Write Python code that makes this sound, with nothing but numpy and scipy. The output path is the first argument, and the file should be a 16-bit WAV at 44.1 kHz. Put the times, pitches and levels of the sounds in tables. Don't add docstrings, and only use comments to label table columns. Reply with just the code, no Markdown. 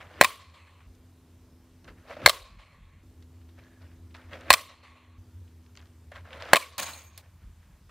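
import sys
import numpy as np
from scipy import signal
from scipy.fft import rfft, irfft, next_fast_len
from scipy.io import wavfile
from scipy.ndimage import uniform_filter1d

SR = 44100
rng = np.random.default_rng(int(sys.argv[2]) if len(sys.argv) > 2 else 0)


def natural_amplitude(level_db):
    exponent = np.asarray(level_db, float) / 20
    return 10 ** exponent


def unload_wav(signal):
    wavfile.write(
        sys.argv[1],
        SR,
        np.round(np.clip(np.atleast_2d(signal).T, -1, 1) * 32767).astype(np.int16),
    )


N = 348390
T = np.arange(N) / SR


def evened(x):
    return x / np.sqrt(np.mean(x ** 2) + 1e-20)


def read(points, hz):
    f, value = np.transpose(points)
    return np.interp(np.log(hz + 1), np.log(f + 1), value)


def add(mix, s, sound):
    part = mix[round(s * SR):][:len(sound)]
    part += sound[:len(part)]


def band(x, lo_hz, hi_hz, order=2):
    return signal.sosfilt(signal.butter(order, [lo_hz, min(hi_hz, SR / 2.1)], "band", fs=SR, output="sos"), x)


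def noise_band(count, lo_hz, hi_hz, order=2):
    return evened(band(rng.standard_normal(count), lo_hz, hi_hz, order))


def coloured(x, points):
    size = next_fast_len(len(x))
    return irfft(rfft(x, size) * natural_amplitude(read(points, np.fft.rfftfreq(size, 1 / SR))), size)[:len(x)]


def fuzzy(hz, width_hz, count=N):
    r, turn = np.exp(-np.pi * width_hz / SR), 2 * np.pi * hz * T[:count]
    noise = rng.standard_normal((2, count + 4000))
    slow = signal.lfilter([1], np.convolve([1, -r], [1, -r]), noise)[:, 4000:]
    return evened(slow[0] * np.cos(turn) + slow[1] * np.sin(turn))


def ring(hz, db, t60, length=.4):
    t = T[:round(length * SR)]
    return natural_amplitude(db - 60 * t / t60) * np.sin(2 * np.pi * hz * t)


def grit(count, spread_db):
    grains = np.repeat(rng.exponential(1, count // 60 + 1), 60)[:count]
    lumps = uniform_filter1d(grains, 40)
    return rng.standard_normal(count) * natural_amplitude(spread_db * np.minimum(lumps, 4))


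def patchy(x, depth_db, flash_db, bins=5, frames=7):
    z = signal.stft(x, SR, nperseg=256)[2]
    blots = uniform_filter1d(rng.standard_normal(z.shape), size=bins, axis=0)
    blots = evened(uniform_filter1d(blots, size=frames, axis=1))
    flash = evened(uniform_filter1d(rng.standard_normal(z.shape[1]), size=2))
    return signal.istft(z * natural_amplitude(depth_db * blots + flash_db * flash), SR, nperseg=256)[1][:len(x)]


# start in seconds, then levels in dB of whole barrel, crack, thud and field echo.
HITS = [
    (0.2115, 3.5, -5, -11.5, -1),
    (2.261, 6, -3, -19.5, -2.5),
    (4.5038, 5.5, -4.5, -22, -1),
    (6.5327, 5.5, -7.5, -11, -2),
]
# pitch in Hz, ring time (t60) in seconds, level in dB in hits 1, 2, 3 and 4.
BARREL_MODES = [(600, 0.013, -0.5, -6, -5.5, -2.5), (776, 0.0092, 1, -6, -1.5, -1),
                (1064, 0.032, -7, -8, -4.5, -9.5), (1183, 0.022, -19, -13.5, -16, -17),
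                (1630, 0.0083, 3, 4, -2, 2.5), (1973, 0.012, -3.5, -8, -5.5, -7),
                (2124, 0.018, -7.5, -0.5, -11.5, -11.5), (2380, 0.017, -7.5, -13, -8, -17.5),
                (2603, 0.014, -8, -14.5, -8, -12.5), (3050, 0.015, -17.5, -15.5, -13.5, -10.5),
                (3500, 0.0083, -12, -12.5, -13.5, -9), (3980, 0.0081, -15, -10, -9.5, -14.5),
                (4425, 0.019, -18.5, -10, -14.5, -19), (4160, 0.013, -13, -8.5, -11.5, -16.5)]
# pitch in Hz, level in dB.
CRACK_COLOUR = [(1500, -4), (3000, -1), (4400, -0.5), (6200, -8), (8000, -2), (10500, -8), (12500, -10.5),
                (16000, -4.5)]
BOOM_DB = [-27.5, -23, -24, -40]


def strike(k, grip, aim_db=0):
    _, blow_db, crack_db, thud_db, _ = HITS[k]
    t, length = T[:4410], 4410 / SR
    levels_db = np.array(BARREL_MODES)[:, 2 + k] + aim_db
    barrel = np.zeros(len(t))
    for j, mode in enumerate(BARREL_MODES):
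        hz, t60 = mode[:2]
        if t60 > .025:
            t60 = t60 * grip
        barrel += (-1) ** (j + 1) * ring(hz, levels_db[j], t60, length)
    barrel = barrel * (1 - np.exp(-t / 0.00014))
    dying = natural_amplitude(-60 * t / 0.014) + natural_amplitude(-15.0 - 60 * t / 0.057)
    crack = evened(coloured(rng.standard_normal(len(t)), CRACK_COLOUR)) * dying * (1 - np.exp(-t / .0003))
    thud = ring(170, thud_db, 0.018, length) + ring(170, thud_db - 3.5, 0.0026, length)
    boom = ring(65, BOOM_DB[k], 0.072, length)
    return natural_amplitude(blow_db) * barrel + natural_amplitude(crack_db) * crack + thud + boom


# delay in seconds, spread in seconds, pitch in Hz below which the echo is thin.
SLAPS = [
    (.0035, .003, 250),
    (.0078, .004, 1200),
    (.0138, .0022, 300),
    (.0246, .006, 600),
    (.0334, .0065, 600),
]
SCATTER = [(.09, .55), (.24, .6), (.38, -.55), (.57, -.45), (.73, .33), (.96, -.22)]


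def slaps(sources, walls_db, trebles_db):
    split_hz, scatter_treble_db = 4532, -10.5
    out = np.zeros(len(sources[0]))
    share, strength = np.transpose(SCATTER)
    for x, (delay, spread, thin_hz), db, treble_db in zip(sources, SLAPS, walls_db, trebles_db):
        taps = np.zeros(600)
        taps[(share * spread * SR).astype(int)] = strength
        scattered = np.convolve(x, taps)[:len(x)]
        body = band(x + scattered, thin_hz, split_hz)
        edge = band(x + natural_amplitude(scatter_treble_db) * scattered, split_hz, 19000)
        add(out, delay, natural_amplitude(db) * (body - natural_amplitude(treble_db) * edge))
    return out


# pitch in Hz, fading time (t60) in seconds.
FIELD_T60 = [(100, 0.11), (500, 0.45), (800, .3), (1100, .25), (2500, 0.42), (5000, 0.35), (9000, 0.32),
             (15500, 0.27)]
# pitch in Hz, level in dB.
FIELD_COLOUR = [(100, -9.5), (400, -9.5), (640, -4.5), (850, -11), (1100, 3.5), (1600, -6.5), (2200, -5),
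                (3000, -7.5), (4100, -6), (5000, -12), (9000, -12), (16000, -15.5)]
# delay in seconds, level in dB, smear in seconds.
FAR_ECHOES = [(.19, -56, 0.053), (0.333, -55.5, 0.069), (.46, -65.5, 0.033), (.6, -86, 0.011)]
# pitch in Hz, level in dB.
FAR_COLOUR = [(250, -41), (560, -10.5), (800, -18), (1100, -9.5), (1500, -16), (2200, -11), (3000, -13.5),
              (4200, -12), (5600, -19.5), (8000, -30), (14000, -50)]


def field():
    patchy_db, posts_db = 2.6, .9
    t = T[:SR]
    noise = coloured(rng.standard_normal(SR), FIELD_COLOUR)
    hz, frames, z = signal.stft(evened(patchy(noise, patchy_db, posts_db)), SR, nperseg=256)
    near = signal.istft(z * natural_amplitude(-60 * frames / read(FIELD_T60, hz)[:, None]), SR, nperseg=256)[1][:SR]
    ping = fuzzy(1095, 150, count=SR) + natural_amplitude(-13) * fuzzy(2050, 260, count=SR)
    near = natural_amplitude(-25.5) * near + natural_amplitude(-27 - 60 * t / 0.28) * ping
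    near = near * np.clip((t - .012) / 0.064, 0, 1)

    far = natural_amplitude(-62.0 - 6.5 * t)
    for s, db, smear in FAR_ECHOES:
        rise = np.clip((t - s) / 0.0096 + 1, 0, 1)
        far = far + natural_amplitude(db) * np.exp(-np.maximum(t - s, 0) / smear) * rise
    wash = coloured(grit(SR, spread_db=.8), FAR_COLOUR)
    wash = evened(patchy(wash, patchy_db, posts_db / 2, bins=2, frames=24))
    wash = wash + (natural_amplitude(8.5 - 52 * t) - 1) * band(wash, 2200, 10000)
    wash = wash + natural_amplitude(-11.5 - 9 * t) * fuzzy(4200, 350, count=SR) + natural_amplitude(-6.5) * ping
    return near + far * wash * np.clip(t / .08, 0, 1)


CUTS = [.87, 3.03, 5.18, 7.215]
WALL_DB = [(-19.5, -22.5, -20.5, -21, -11.5), (-20.5, -25.5, -20, -19, -12), (-14, -23, -21, -18, -10),
           (-19.5, -23.5, -16.5, -12.5, -13.5)]
SLAP_TREBLE_DB = [(0, -5.5, -6, 6, 1), (0, -7.5, -5, 2, 1.5), (0, -6.5, -7, 11, 4.5),
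                  (0, -6, -11.5, 2.4, 1.5)]
DOWNWARD_DB = [(2, -1.5, -3.5, -3.5, -3.5, 1, 2.5, 1.5, 0, -4.5, -4.5, -4, -3.5, -4.5),
               (8.5, 6, 2.5, 3, -5, -6.5, -7, -5.5, -3, -3, -1.5, -4.5, -4, -2),
               (-2, -4, -1.5, 4, 1, 3, 4, 3, 2, -3.5, -4.5, -2.5, -5.5, -3.5),
               (-4, -8, 6, -4.5, -3.5, -3, 4, 4, -3.5, -4, -6, -8, -2.5, -5.5)]
SIDEWAYS_DB = [(-12.5, -13, 8, 3, -12.5, -6, -6, 1, -1.5, -4.5, -7.5, -9, -5.5, -6.5),
               (-2, -9, 2.5, 3, -16.5, -13.5, -13.5, -7.5, -7.5, 1, 1.5, -3.5, -7.5, -5),
               (-9, -12, 1.5, 1.5, -14.5, -4, -5.5, -2, -2.5, -1.5, -5, -8, -9.5, -7.5),
               (-4.5, -17, 6.2, 3.1, -19.5, -9, -5, 6.5, 2.5, -5, -8.5, -12.5, -7.5, -3.5)]
GRIP = [(.95, .9), (.7, .5), (.9, .6), (.75, 1.05)]


def hits():
    out = np.zeros(N)
    for k, cut in enumerate(CUTS):
        s, field_db = HITS[k][0], HITS[k][4]
        front_grip, side_grip = GRIP[k]
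        front = strike(k, front_grip)
        low = strike(k, front_grip, DOWNWARD_DB[k])
        flank = strike(k, side_grip, SIDEWAYS_DB[k])
        sound = natural_amplitude(field_db) * field()
        echoes = slaps([front, front, low, flank, flank], WALL_DB[k], SLAP_TREBLE_DB[k])
        add(sound, 0, front + echoes)
        add(out, s, sound[:round((cut - s) * SR)])
    return out


def late_return():
    out = np.zeros(N)
    add(out, .805, noise_band(4410, 900, 2500) * natural_amplitude(-60 - 60 * T[:4410] / .14))
    return out


# pitch in Hz, level in dB.
DIRT_COLOUR = [(300, -31.5), (550, -5), (1000, 0.5), (1700, -0.5), (2800, -10), (4500, -25.5),
               (9000, -46.5)]


def grind(count, hollow_db):
    dirt = patchy(grit(count, spread_db=1.7), 2.1, 1.1)
    body = evened(coloured(dirt, DIRT_COLOUR))
    hollow = band(body, 300, 500) + natural_amplitude(-4.0) * evened(band(dirt, 470, 660))
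    edge = natural_amplitude(-13) * evened(band(dirt, 1700, 5300))
    dust = natural_amplitude(-24.5) * evened(band(dirt, 4500, 10000, order=1))
    return band(body, 950, 16000) + edge + dust - natural_amplitude(hollow_db) * hollow


# levels in dB of swish, low rush, hollow band and deep push.
SWINGS = [
    (-49, -49, -14.5, -55.5),
    (-43.5, -44, 3.5, -39.5),
    (-48.5, -50.5, 3.5, -56.5),
    (-44.5, -52, -3, -55.5),
]
SURGE_DB = [-38, -36.5, -34, -39.5]


def swings():
    swing_db_per_s, surge_db_per_s = 245.5, 3499.5
    out, t = np.zeros(N), T[:8000] - T[8000]
    for hit, (db, rush_db, hollow_db, deep_db), surge_db in zip(HITS, SWINGS, SURGE_DB):
        rush = natural_amplitude(rush_db) * noise_band(8000, 230, 370) + natural_amplitude(deep_db) * noise_band(8000, 45, 150)
        swell = natural_amplitude(swing_db_per_s * np.minimum(t + 0.013, 0))
        add(out, hit[0] + t[0], (natural_amplitude(db) * grind(8000, hollow_db) + rush) * swell)
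        surge = noise_band(8000, 1500, 9000, order=1)
        add(out, hit[0] + t[0], surge * natural_amplitude(surge_db + surge_db_per_s * t))
    return out


# time in seconds, rattle level in dB, treble level in dB.
FENCE = [(6.78, -46, -14), (6.783, -26, -16), (6.787, -27.5, -6.5), (6.801, -23, 1), (6.807, -31.5, -6),
         (6.832, -28.5, 0.5), (6.845, -35, -3), (6.897, -35, -4), (6.915, -42.5, -1.5), (7.001, -47, -2),
         (7.082, -60.5, -1), (7.168, -62, -17), (7.178, -46.5, -25), (7.218, -64, -5.5)]
# pitch in Hz, level in dB.
FENCE_COLOUR = [(35, -36.5), (60, -6), (281, -9), (408, -16), (527, -2.5), (1140, -3.5), (4320, -4.5),
                (6140, -20.5), (6580, -14), (13000, -30), (16000, -22.5)]


def fence_rattle():
    out = np.zeros(N)
    s, *columns = np.transpose(FENCE)
    t = np.arange(s[0], s[-1], 1 / SR)
    db, treble_db = (np.interp(t, s, column) for column in columns)
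    links = coloured(patchy(grit(len(t), spread_db=1.3), 1.1, 0.96), FENCE_COLOUR)
    bright = band(links, 6700, 23000)
    rattle = evened(links - bright) + natural_amplitude(treble_db) * evened(bright)
    add(out, s[0], natural_amplitude(db - 4.5) * rattle)
    return out


# pitch in Hz, level in dB, ring time (t60) in seconds.
WIRES = [(6545, -42.5, 0.72), (2391, -49, 0.81), (1100, -44, 0.51), (8240, -53, 0.6)]


def fence_wires():
    out = np.zeros(N)
    start, end = FENCE[0][0], FENCE[-1][0]
    t = np.arange(start, end, 1 / SR)
    shimmer = 1 + 0.32 * noise_band(len(t), 13, 90, order=1)
    wires = np.zeros(len(t))
    for hz, db, t60 in WIRES:
        tone = np.sin(2 * np.pi * hz * t) + 0.56 * fuzzy(hz, hz / 120, count=len(t))
        wires += natural_amplitude(db - 60 * (t - start) / t60) * tone
    add(out, start, wires * shimmer)
    return out


# start in seconds, pitch in Hz, level in dB, ring time (t60) in seconds.
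CLINKS = [(6.935, 8400, -47, 0.05), (7.036, 12600, -59, 0.22), (7.04, 12540, -63, 0.2),
          (6.825, 12550, -49, .12), (6.89, 12400, -50, .08), (6.93, 12600, -54, .1),
          (6.952, 9600, -50, .02), (6.935, 11400, -52, .02), (6.82, 8200, -44, .03)]
# start in seconds, level in dB, fading time (t60) in seconds.
SNAPS = [
    (6.7811, -29, 0.03),
    (7.1771, -40, 0.025),
    (7.18, -58, 0.19),
]


def fence_links():
    out = np.zeros(N)
    for s, hz, db, t60 in CLINKS:
        add(out, s, ring(hz, db, t60, 0.16))
    t = T[:4410]
    from_hz, to_hz, glide_s = 3750, 4260, .0022
    turns = np.cumsum(to_hz + (from_hz - to_hz) * np.exp(-t / glide_s)) / SR
    add(out, 6.933, natural_amplitude(-40 - 60 * t / .06) * np.sin(2 * np.pi * turns))
    for s, db, t60 in SNAPS:
        add(out, s, noise_band(1550, 1740, 16000, order=1) * natural_amplitude(db - 60 * T[:1550] / t60))
    return out


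# peak in seconds, dig in seconds, level in dB, settling time (t60) in seconds, hollow in dB.
SCUFFS = [(.005, 0.0066, -48, 0.38, -1), (.1, 0.023, -56, 3.9, 3), (1.846, 0.0067, -58, 0.14, -9),
          (1.882, 0.015, -47, 0.14, -8), (1.98, 0.045, -64.5, 1.3, -1), (2.108, 0.064, -44, 0.33, 2.5),
          (2.169, 0.0063, -50, 0.15, 12.5), (2.219, 0.0053, -55, 1.1, 9), (3.59, 0.031, -56.5, 0.096, -2),
          (3.62, .02, -65.5, 1.5, 0.5), (3.816, 0.019, -60.5, 0.47, -2), (3.915, 0.013, -68, 0.29, -5),
          (4.15, 0.0093, -46, 0.12, -18), (4.18, 0.029, -58, 1.4, -5.5), (4.333, 0.043, -45.5, 0.48, 3),
          (4.41, 0.035, -59, 0.86, 4.5), (5.775, 0.025, -62.5, 0.91, -6), (6.118, 0.0031, -50, 0.15, 2),
          (6.157, 0.028, -46, 0.21, -4.5), (6.255, 0.025, -56, 0.9, 1), (6.34, 0.064, -46.5, 0.59, 2.5),
          (6.41, 0.033, -45.5, 3.6, 0.5), (7.228, 0.0099, -63, 0.31, 1), (7.43, .12, -67.5, 1.24, -9.5),
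          (7.63, 0.052, -69.5, 2.8, -5)]


def scuffs():
    rise_db = 26
    out, t = np.zeros(N), T[:17000]
    for s, dig, db, t60, hollow_db in SCUFFS:
        dig = np.clip(dig, .002, s)
        digging = rise_db * (t / dig - 1)
        settling = -60 * (t - dig) / t60 - 600 * t ** 3
        shape_db = np.where(t < dig, digging, settling)
        add(out, s - dig, natural_amplitude(db + shape_db) * grind(len(t), hollow_db))
    return out


# start in seconds, level in dB.
KNOCKS = [(2.106, -42), (2.113, -39), (2.143, -43), (2.1675, -37), (2.194, -41), (4.342, -42), (4.365, -47),
          (6.117, -45)]
# start in seconds, level in dB.
THUMPS = [
    (1.841, -55),
    (1.881, -49.5),
    (4.328, -51),
    (6.343, -57),
]


def footfalls():
    out, t = np.zeros(N), T[:4410]
    for s, db in KNOCKS:
        knock = ring(575 * rng.uniform(.97, 1.03), db + 2, .045, .1)
        add(out, s, knock * (1 - np.exp(-t / .002)))
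    for s, db in THUMPS:
        add(out, s, noise_band(4410, 125, 400) * natural_amplitude(db - 60 * t / 0.29))
    add(out, 7.893, natural_amplitude(-57) * noise_band(700, 343, 1930))
    return out


# start in seconds, peak in dB, middle pitch in Hz, fading time (t60) in seconds.
TICKS = [(0.4987, -48.5, 2280, 0.021), (0.67, -55, 1645, 0.036), (0.95, -57, 4145, 0.061),
         (1.8442, -59, 1572, 0.037), (1.879, -46, 1686, 0.026), (2.168, -44, 1763, 0.058),
         (2.2184, -39.5, 1580, 0.025), (2.604, -55, 2160, 0.028), (3.2241, -44.5, 2200, 0.045),
         (3.414, -48, 1387, 0.043), (3.4893, -47.5, 1637, 0.06), (3.5875, -48.5, 2020, 0.034),
         (3.819, -47.5, 2160, 0.036), (4.1069, -46, 1530, 0.053), (4.15, -34, 1554, 0.01),
         (4.3325, -45.5, 1830, 0.024), (4.4097, -37, 1660, 0.04), (5.478, -49, 1607, 0.04),
         (5.663, -46, 1872, 0.025), (5.754, -42, 1657, 0.027), (5.7729, -35, 1685, 0.029),
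         (6.1163, -44, 1630, 0.022), (6.1583, -32, 1664, 0.03), (6.3046, -56.5, 2540, 0.042),
         (6.33, -26.5, 1563, 0.027), (6.399, -34.5, 1670, 0.074), (6.4235, -29.5, 1660, 0.031),
         (7.894, -55.5, 3800, 0.027)]


def stones():
    out = np.zeros(N)
    for s, db, hz, t60 in TICKS:
        stone = noise_band(3000, hz * .7, hz * 2.4, order=3)
        add(out, s, stone * natural_amplitude(db - 13.0 - 60 * T[:3000] / t60))
    return out


# start in seconds, peak in dB, middle pitch in Hz.
CLICKS = [(.951, -61, 4960), (1.8443, -46.5, 4200), (1.8782, -51, 2500), (2.0795, -47, 2000),
          (2.165, -47.5, 1500), (2.2175, -35, 1610), (3.225, -63, 6000), (3.598, -55.5, 2500),
          (3.638, -56, 3200), (3.666, -56, 2594), (3.737, -56, 1900), (3.845, -60, 2400),
          (3.916, -53, 1804), (4.144, -45.5, 2966), (4.1476, -40, 2800), (4.157, -50, 3110),
          (4.1667, -47, 3740), (4.218, -50, 2300), (4.311, -49.5, 2980), (4.3324, -32, 2340),
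          (4.4093, -51, 5485), (5.7538, -51, 4910), (5.7727, -43.5, 4400), (5.765, -54.5, 5500),
          (5.784, -57, 3500), (5.793, -54, 3500), (5.797, -51.5, 2500), (5.803, -50.5, 2190),
          (5.815, -57, 4040), (5.825, -57, 3500), (5.84, -63, 3970), (5.857, -57, 3500), (5.871, -56, 3500),
          (6.119, -42, 1493), (6.118, -53.5, 6100), (6.142, -60, 5050), (6.1537, -50, 2990),
          (6.3065, -39, 1920), (6.3308, -53.5, 3500), (6.374, -61, 6430), (6.4046, -45, 3500),
          (6.423, -30, 2950), (6.452, -45, 3500), (6.475, -54, 4000), (6.49, -43, 3500)]


def clicks():
    out = np.zeros(N)
    for s, db, hz in CLICKS:
        add(out, s, noise_band(1000, hz / 2, hz * 1.5, order=3) * natural_amplitude(db - 60 * T[:1000] / .009))
    return out


def glove_creak():
    out, count = np.zeros(N), round(.2 * SR)
    add(out, 3.62, natural_amplitude(-70) * fuzzy(1700, 130, count=count) * signal.windows.tukey(count, .3))
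    return out


def ducking(depths_db, creep_db_per_s):
    db = np.zeros(N)
    for hit, cut, depth_db in zip(HITS, CUTS, depths_db):
        ducked = (T > hit[0]) & (T < cut)
        db -= ducked * np.maximum(depth_db - creep_db_per_s * (T - hit[0]), 0)
    return natural_amplitude(uniform_filter1d(db, 300))


# engine in dB, overtones in dB, their drift in dB/s, traffic in dB, wind in dB.
TAKES = [
    (-58, -6.5, -0.5, -60.5, -78.5),
    (-61, -0.5, 1, -61, -69),
    (-57, 1, 3.5, -61.5, -70),
    (-55.5, 1, -3, -63, -77),
    (-61.5, -19, 0.5, -78, -67),
]
# engine in dB, overtones in dB, traffic in dB.
DUCK = [(5, 3, 6.5), (6, 14.5, 10.5), (7, 11.5, 9), (7, 9.5, 4.5)]


def background_levels():
    take = np.searchsorted(CUTS, T)
    engine_db, over_db, drift, traffic_db, wind_db = np.transpose(TAKES)[:, take]
    over_db = over_db + drift * (T - np.append(0, CUTS)[take])
    low, high, far = (ducking(depths_db, 3) for depths_db in np.transpose(DUCK))
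    return natural_amplitude(engine_db) * low, natural_amplitude(over_db) * high, natural_amplitude(traffic_db) * far, natural_amplitude(wind_db) * low


# pitch in Hz, width in Hz, level in dB.
OVERTONES = [(253, 0.91, -62.5), (333, 8.4, -70.5), (414, 12, -76), (180, 1.7, -79), (306, 3.3, -77)]


def engine(level, over_level):
    ease = np.clip((T - 4.5) / 1, 0, 1)
    turns = np.cumsum(1 - 0.032 * ease) / SR
    hum = evened(fuzzy(88, 15.0) + 0.49 * fuzzy(77, 14.) + 0.94 * np.sin(2 * np.pi * 84 * turns))
    overtones = np.zeros(N)
    for hz, width_hz, db in OVERTONES:
        overtones += natural_amplitude(db) * (np.sin(2 * np.pi * hz * turns) + 0.06 * fuzzy(hz, width_hz))
    return natural_amplitude(5.0) * level * hum + over_level * overtones


# middle in seconds, length in seconds,
# level in dB.
GUSTS = [(0.875, 0.077, -60), (1.95, 0.3, -61), (2.15, 0.16, -79), (2.501, 0.35, -56), (2.902, 0.46, -57),
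         (3.856, 0.32, -71), (4.401, 0.2, -74.5), (5.188, 0.16, -66.5), (6.852, 0.12, -65),
         (7.47, 0.19, -52.5), (7.763, 0.28, -53)]


def wind(level):
    lumps = natural_amplitude(12.0 * np.tanh(noise_band(N, 2.0, 21, order=1)))
    rumble = evened(band(rng.standard_normal(N) * lumps, 37, 61, order=3))
    buffets = evened(band(rng.standard_normal(N) * lumps, 85, 190))
    for s, length, db in GUSTS:
        level = level + natural_amplitude(db) * np.exp(-8 * ((T - s) / length) ** 2)
    return level * (1.5 * rumble + 0.47 * buffets)


def traffic(level):
    return natural_amplitude(-6.5) * level * noise_band(N, 150, 470)


# pitch in Hz, level in dB.
AIR_COLOUR = [(59, -31), (100, 2.5), (186, -14.5), (256, -20.5), (455, -27.5), (775, -25.5), (1040, -24),
              (1210, -27.5), (6260, -35), (10800, -39.5), (11900, -43.5), (12900, -38), (15500, -43),
              (16400, -67)]


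def air():
    hz = np.fft.rfftfreq(512, 1 / SR)
    a, b, patches = rng.standard_normal((N // 128 + 5, 257, 3)).T
    patches = evened(uniform_filter1d(uniform_filter1d(patches, 8, 0), 30, 1))
    z = (a + 1j * b) * natural_amplitude(read(AIR_COLOUR, hz)[:, None] + 1.1 * patches)
    hiss = evened(signal.istft(z, nperseg=512, noverlap=384)[1][:N])
    return natural_amplitude(-63) * hiss * ducking([4.6, 7.1, 8.2, 3.6], 2.2)


def whine():
    return natural_amplitude(-88) * fuzzy(12800, 2200) * ducking([8., 8., 8., 7.85], 3.)


# pitch in Hz, side level against the middle in dB.
WIDTH = [(60, -39), (120, -36), (240, -38), (480, -49), (950, -42), (1890, -30.5), (3770, -11.5),
         (7520, -2), (15000, -3)]


def scene():
    cracks = hits()
    engine_level, over_level, traffic_level, wind_level = background_levels()
    rest = late_return() + swings() + fence_rattle() + fence_wires() + fence_links()
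    rest = rest + scuffs() + footfalls() + stones() + clicks() + glove_creak()
    rest = rest + engine(engine_level, over_level) + wind(wind_level) + traffic(traffic_level)
    rest = rest + air() + whine()
    hz, _, z = signal.stft(rest + natural_amplitude(-2.2) * cracks, SR, nperseg=128)
    random_turn = np.exp(2j * np.pi * rng.random(z.shape[::-1]).T)
    z = z * natural_amplitude(read(WIDTH, hz)[:, None] - 0.5) * random_turn
    side = signal.istft(z, SR, nperseg=128)[1][:N]
    return cracks + rest + np.array([side, -side])


def band_limit(x):
    return signal.sosfilt(signal.butter(12, 16500, fs=SR, output="sos"), x)


def record(dry):
    ceiling = .975
    left, right = np.clip(dry, -ceiling, ceiling)
    side = band(left - right, 900, 20000, order=1) / 2 + natural_amplitude(-14) * (left - right)
    both = (left + right) / 2 + np.array([side, -side])
    cut = signal.sosfilt(signal.butter(2, 45, "high", fs=SR, output="sos"), both)
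    treble_cut = signal.firwin(255, 15760, window=("kaiser", 9), fs=SR)[None]
    return band_limit(signal.oaconvolve(cut, treble_cut, "same"))


dry = scene()
out = record(dry)
unload_wav(out)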